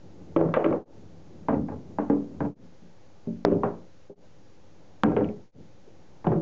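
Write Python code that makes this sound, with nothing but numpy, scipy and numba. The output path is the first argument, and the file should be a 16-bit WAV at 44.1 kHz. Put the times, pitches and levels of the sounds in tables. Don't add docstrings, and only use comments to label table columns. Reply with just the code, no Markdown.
import sys
import numpy as np
from scipy import signal
from scipy.fft import irfft
from scipy.io import wavfile
from scipy.ndimage import uniform_filter1d
from numba import njit

SR = 44100
rng = np.random.default_rng(int(sys.argv[2]) if len(sys.argv) > 2 else 0)


def store_pcm(level_fs):
    pcm = np.round(np.clip(level_fs, -1, 1) * 32767).astype(np.int16)
    wavfile.write(sys.argv[1], SR, np.atleast_2d(pcm).T)


N = 282681
TIME = np.arange(N) / SR
AGE = TIME[:SR]
SHOT_JOINS = [0.851, 2.551, 4.153, 5.517]


def knocks(hard_clack_db=-17.5, hard_tick_db=-46.5, tick_growth=.8):
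    # start_s, ring_db, favoured_hz, clack_db, thud_db
    blows = [ (0.211, -51.5, 210, -80.5, -54), (0.362, -10, 391, -21.5, -30), (0.410, -13, 428, -27, -60),
             (0.456, -20.5, 194, -41, -65), (0.488, -24.5, 185, -37, -36), (0.5389, -24.5, 490, -16.5, -44),
             (0.566, -12, 485, -20.5, -52.5), (0.642, -18.5, 380, -24.5, -43),
             (0.660, -16, 348, -23.5, -35.5), (0.708, -13.5, 290, -40, -60), (0.7253, -17, 447, -28, -33.5),
             (1.485, -19, 248, -14.5, -31), (1.529, -21, 272, -25.5, -55.5), (1.554, -24, 261, -35, -22.5),
             (1.6858, -43, 92, -29.5, -29.5), (1.719, -31.5, 99.8, -37, -39.5),
             (1.9858, -23.5, 257, -18, -55.5), (2.0989, -13, 285, -20, -42.5),
             (2.405, -25.5, 300, -22, -24), (2.45, -27, 308, -30.5, -33), (2.629, -50, 177, -74.5, -69),
             (2.819, -49.5, 184.5, -75, -50), (3.272, -25, 210, -65, -34.5), (3.4498, -7, 344.4, -18, -36),
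             (3.520, -14.5, 440, -62, -21), (3.634, -18.5, 437, -17, -30), (4.097, -30, 442, -65, -73),
             (5.035, -8.5, 292, -14.5, -22), (5.117, -20, 280, -33, -27.5), (5.165, -16.5, 397, -22, -29),
             (5.208, -17, 296, -31, -24.5), (5.288, -27.5, 198, -64, -58),
             (5.548, -45.5, 196.5, -78, -39.5), (5.866, -45.5, 420, -76, -87),
             (6.2443, -41, 500, -25, -25.5), (6.2676, -15.5, 208, -18.5, -20.5),
             (6.318, -21.5, 392, -23, -44), (6.357, -22, 224, -66, -37), ]
    # pitch_hz, relative_db, t60_s
    pocket_modes = [
        [(162.5, -2.5, 0.44), (258, 4.5, 0.094), (330.7, -0.5, 0.28), (416.6, -9.5, 0.34), (482.6, 1.5, 0.11),
         (538.3, 0.5, 0.17), (594.5, 7, 0.092), (660, -4, 0.047), (773, -26, 0.12), (850, -32.5, 0.25)],
        [(73.5, -11, 0.13), (152, -3, 0.34), (209.3, -3.5, 0.5), (248.3, -12, 0.62), (291, -2, 0.36),
         (413.4, -9.5, .4), (451, 3.5, 0.21), (494, -13, 0.62), (546, 4.5, 0.13), (711, -10, 0.076),
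         (840, -4, 0.16), (1150, -23.5, 0.14), (1390, -28.5, 0.18)],
        [(117.5, -3.5, 0.087), (175, -6, 0.52), (227.3, -5, 0.38), (287.3, -10, 0.47), (356, -3, 0.05),
         (390.8, -6.5, 0.21), (408.5, -6.5, 0.25), (507.3, -4.5, 0.078), (590, -8.5, 0.26), (638, -16, 0.088),
         (926, -22.5, 0.27), (1281, -45, 0.54)],
        [(167.7, -9.5, 0.46), (213.6, 3.5, 0.16), (284, -6, 0.11), (305, -8.5, 0.25), (414.2, -3.5, 0.34),
         (482, -6, 0.28), (509, -0.5, 0.18), (556, 4.5, 0.06), (768, -3.5, 0.15), (1250, -28, 0.23),
         (1250, -19, 0.17), (1360, -15, 0.26), (1500, -14, 0.14), (1630, -18, 0.17)],
        [(162.2, 6, 0.3), (218, -7.5, 0.34), (328, -3, 1), (365.4, 3.5, 0.3), (410, 7.5, 0.11), (454, 6, 0.12),
         (568.4, -1, 0.48), (725, 4.5, 0.1), (983, -9, 0.27)],
    ]
    liner_hz = [1127, 824.6, 964, 903, 858]
    out = np.zeros(N)
    for start, ring_db, favoured_hz, clack_db, thud_db in blows:
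        shot = np.searchsorted(SHOT_JOINS, start)
        thud = undb(thud_db) * table_thud()
        ring = undb(ring_db) * pocket_ring(pocket_modes[shot], favoured_hz, clack_db - ring_db)
        clack = undb(clack_db) * liner_clack(liner_hz[shot])
        tick = undb(hard_tick_db + tick_growth * (clack_db - hard_clack_db)) * contact_tick()
        add(out, start, thud + ring + clack + tick)
    return out


def pocket_ring(modes, favoured_hz, hardness_db, favour_db=13, reach_octaves=0.3, usual_db=-6):
    hz, db, t60 = np.transpose(modes)
    excess_db = hardness_db - usual_db
    spot_db = favour_db * np.exp(-.5 * (np.log2(hz / favoured_hz) / reach_octaves) ** 2)
    treble_db = 0.5 * excess_db * np.clip(np.log2(hz / 560), 0, 1)
    cabinet_db = -10 + 0.17 * np.minimum(excess_db, 0)
    cabinet = undb(cabinet_db) * wash(hz=0.97 * favoured_hz, octaves=0.64, t60=0.42)
    return (ringing(hz, db + spot_db + treble_db, t60) + cabinet) * rise(seconds=0.0022)


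def liner_clack(hz, room_db=-11, wall_db=-17):
    # pitch_ratio, relative_db, t60_s
    liner_modes = [(.79, -6.5, 0.13), (1.001, 5, 0.025), (1.17, -2, 0.038), (1.431, -17.5, 0.05),
                   (1.951, -15, 0.03)]
    ratio, db, t60 = np.transpose(liner_modes)
    tail = undb(room_db) * wash(hz=0.73 * hz, octaves=0.63, t60=0.29)
    tail += undb(wall_db) * wash(hz=1290, octaves=0.36, t60=0.11)
    return ringing(hz * ratio, db, t60) * rise(seconds=0.00064) + tail * rise(seconds=0.011)


def table_thud():
    return wash(hz=158, octaves=0.89, t60=0.42) * rise(seconds=0.019)


def contact_tick(gain_db=3, room_db=-12):
    # pitch_hz, relative_db, t60_s
    mouth_modes = [(1604, 4.5, 0.12), (1960, 6.5, 0.028), (2318, -2.5, 0.034), (2430, -11.5, 0.013),
                   (3320, -12, 0.024), (3590, -12, 0.012), (3950, -23, 0.011)]
    echo = undb(room_db) * wash(hz=2050, octaves=0.39, t60=0.27)
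    mouth = ringing(*np.transpose(mouth_modes))
    return undb(gain_db) * (mouth + echo) * rise(seconds=0.0002)


def snaps(cycles=4, overtone_ratio=2.5, overtone_db=-11):
    # start_s, push_db, push_hz, crack_db, mouth_db
    square_hits = [ (0.3643, -9.5, 1180, -53, -40.5), (0.5403, -1.5, 1010, -50, -30.5),
                   (0.6444, -21, 1370, -43.5, -40.5), (3.4498, 8, 540, -15, -39),
                   (5.0349, 6, 1290, -21, -36), ]
    out = np.zeros(N)
    for start, push_db, hz, crack_db, mouth_db in square_hits:
        phase = 2 * np.pi * hz * AGE
        swing = np.sin(phase) + undb(overtone_db) * np.sin(overtone_ratio * phase)
        push = -swing * decay(t60=cycles / hz) * rise(seconds=0.00088)
        crack = wash(hz=3900, octaves=0.6, t60=0.0027) * rise(seconds=0.00016)
        add(out, start, undb(push_db) * push + undb(crack_db) * crack + undb(mouth_db) * contact_tick())
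    return out


def ball_clicks(room_db=-17):
    # start_s, level_db, pitch_hz
    contacts = [(0.6429, -27.5, 2340), (0.663, -52, 2900), (0.7256, -44, 2240), (1.542, -42.5, 2000),
                (2.4065, -32.5, 1540), (3.532, -53, 2650), (3.6365, -47.5, 2470), (5.1645, -30.5, 2470),
                (5.243, -41.5, 2450), (5.288, -47.5, 2400), (6.268, -42, 2800)]
    out = np.zeros(N)
    for start, db, hz in contacts:
        click = wash(hz=hz, octaves=0.22, t60=0.023)
        echo = undb(room_db) * wash(hz=0.85 * hz, octaves=0.37, t60=0.23)
        add(out, start, undb(db) * (click + echo) * rise(seconds=0.00053))
    return out


def rolling(cloth_db=-66, bump_depth_db=1.0, bump_hz=14):
    # start_s, arrival_s, rumble_db
    runs = [(0, .36, -47.5), (0.88, 1.48, -47.5), (1.6, 2.5, -44), (2.59, 3.27, -60), (4.153, 5.03, -57),
            (5.53, 6.25, -57.5)]
    # frequency_hz, relative_db
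    rumble_spectrum = [(40, -24), (70, 0.5), (95, 4), (130, -4.5), (170, 5), (230, -3), (320, -1.5),
                       (550, -12.5), (900, -22.5), (1800, -43), (4000, -45)]
    # frequency_hz, relative_db
    cloth_spectrum = [(200, -14.5), (450, 1), (850, 3), (1300, -11.5), (3000, -36.5)]
    bumps = noise(lambda octave: 1 / (1 + (2 ** octave / bump_hz) ** 2), size=N)
    rumble_gain = sum(undb(db) * approach(start, arrival, db_per_s=7.5) for start, arrival, db in runs)
    swish_gain = undb(cloth_db) * sum(approach(start, arrival, db_per_s=16.5) for start, arrival, _ in runs)
    rumble = coloured(rumble_spectrum) * rumble_gain
    swish = coloured(cloth_spectrum) * swish_gain
    return (rumble + swish) * undb(-bump_depth_db * bumps)


def approach(start, arrival, db_per_s, onset_s=0.017, stop_s=.03):
    onset = np.clip((TIME - start) / onset_s, 0, 1)
    swell = undb(-db_per_s * np.maximum(arrival - TIME, 0))
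    dying = np.exp(-np.maximum(TIME - arrival, 0) / stop_s)
    return onset * swell * dying


def room_hum(air_db=-60):
    # pitch_hz, level_db
    hum_tones = [(97, -69), (120, -70), (178, -79.5), (313, -70), (398, -73.5)]
    # frequency_hz, relative_db
    air_spectrum = [(25, -7.5), (50, -4.5), (90, -2), (180, -4), (330, -9.5), (420, -11), (520, -0.5),
                    (660, -14.5), (830, -10), (1020, -19), (2000, -23.5), (5000, -35)]
    hum = sum(undb(db) * np.sqrt(2) * np.sin(2 * np.pi * (hz * TIME + rng.random())) for hz, db in hum_tones)
    return undb(air_db) * coloured(air_spectrum) + hum


def ringing(hz, db, t60, scatter_db=1.35, detune=0.0074):
    chance = rng.standard_normal((len(hz), 2))
    gain = undb(db + scatter_db * chance[:, 0])
    gain = gain * np.sqrt(2 / np.sum(gain ** 2))
    hz = hz * (1 + detune * chance[:, 1])
    return sum(g * np.sin(2 * np.pi * (f * AGE + rng.random())) * decay(t) for f, g, t in zip(hz, gain, t60))


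def wash(hz, octaves, t60):
    band = noise(lambda octave: np.exp(-.5 * ((octave - np.log2(hz)) / octaves) ** 2), size=SR)
    power = uniform_filter1d(band ** 2, size=2048, mode="wrap")
    return band / np.sqrt(power) * decay(t60)


def coloured(points):
    hz, db = np.transpose(points)
    return noise(lambda octave: undb(np.interp(octave, np.log2(hz), db)), size=N)


def noise(gain_at, size):
    octave = np.log2(np.maximum(np.fft.rfftfreq(size, 1 / SR), 1))
    y = irfft(gain_at(octave) * np.exp(2j * np.pi * rng.random(len(octave))), size)
    return y / y.std()


def rise(seconds):
    return 1 - np.exp(-AGE / seconds)


def decay(t60):
    return np.exp(-np.log(1000) * AGE / t60)


def undb(db):
    return 10 ** (np.asarray(db) / 20)


def add(track, start, sound):
    i = int(start * SR)
    track[i:i + len(sound)] += sound[:N - i]


def limiter(x, threshold_db=-14, attack_s=0.00046, release_s=0.034, lag_s=0.0006):
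    peak = follow_peak(x, 1 / (attack_s * SR), 1 / (release_s * SR))
    late_peak = np.interp(TIME - lag_s, TIME, peak)
    return x / np.maximum(late_peak / undb(threshold_db), 1)


@njit
def follow_peak(x, attack, release):
    out, level = np.empty(len(x)), 0.
    for i in range(len(x)):
        level += (abs(x[i]) - level) * (attack if abs(x[i]) > level else release)
        out[i] = level
    return out


def scene():
    return (knocks() + snaps() + ball_clicks() + rolling() + room_hum())[None]


def record(dry, ceiling=.6, hiss_db=-69, whine_hz=6666, whine_db=-89, offset=-0.0046, fade_s=0.092):
    # frequency_hz, relative_db
    hiss_spectrum = [(200, 1), (1500, 3), (2500, -0.5), (4000, 0), (5400, -1), (6200, -0.5), (7000, -4.5),
                     (7600, -22.5), (9000, -46)]
    held = limiter(dry[0])
    overloaded = held / (1 + (held / ceiling) ** 6) ** (1 / 6)
    hiss = undb(hiss_db) * coloured(hiss_spectrum)
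    whine = undb(whine_db) * np.sqrt(2) * np.sin(2 * np.pi * whine_hz * TIME)
    to_join_s = np.min(np.abs(TIME - np.array(SHOT_JOINS)[:, None]), axis=0)
    fade = np.minimum(to_join_s / fade_s, 1)
    lowpass = signal.ellip(8, .2, 70, 7400, fs=SR, output="sos")
    return signal.sosfilt(lowpass, (overloaded + hiss + whine + offset) * fade)[None]


dry = scene()
out = record(dry)
store_pcm(out)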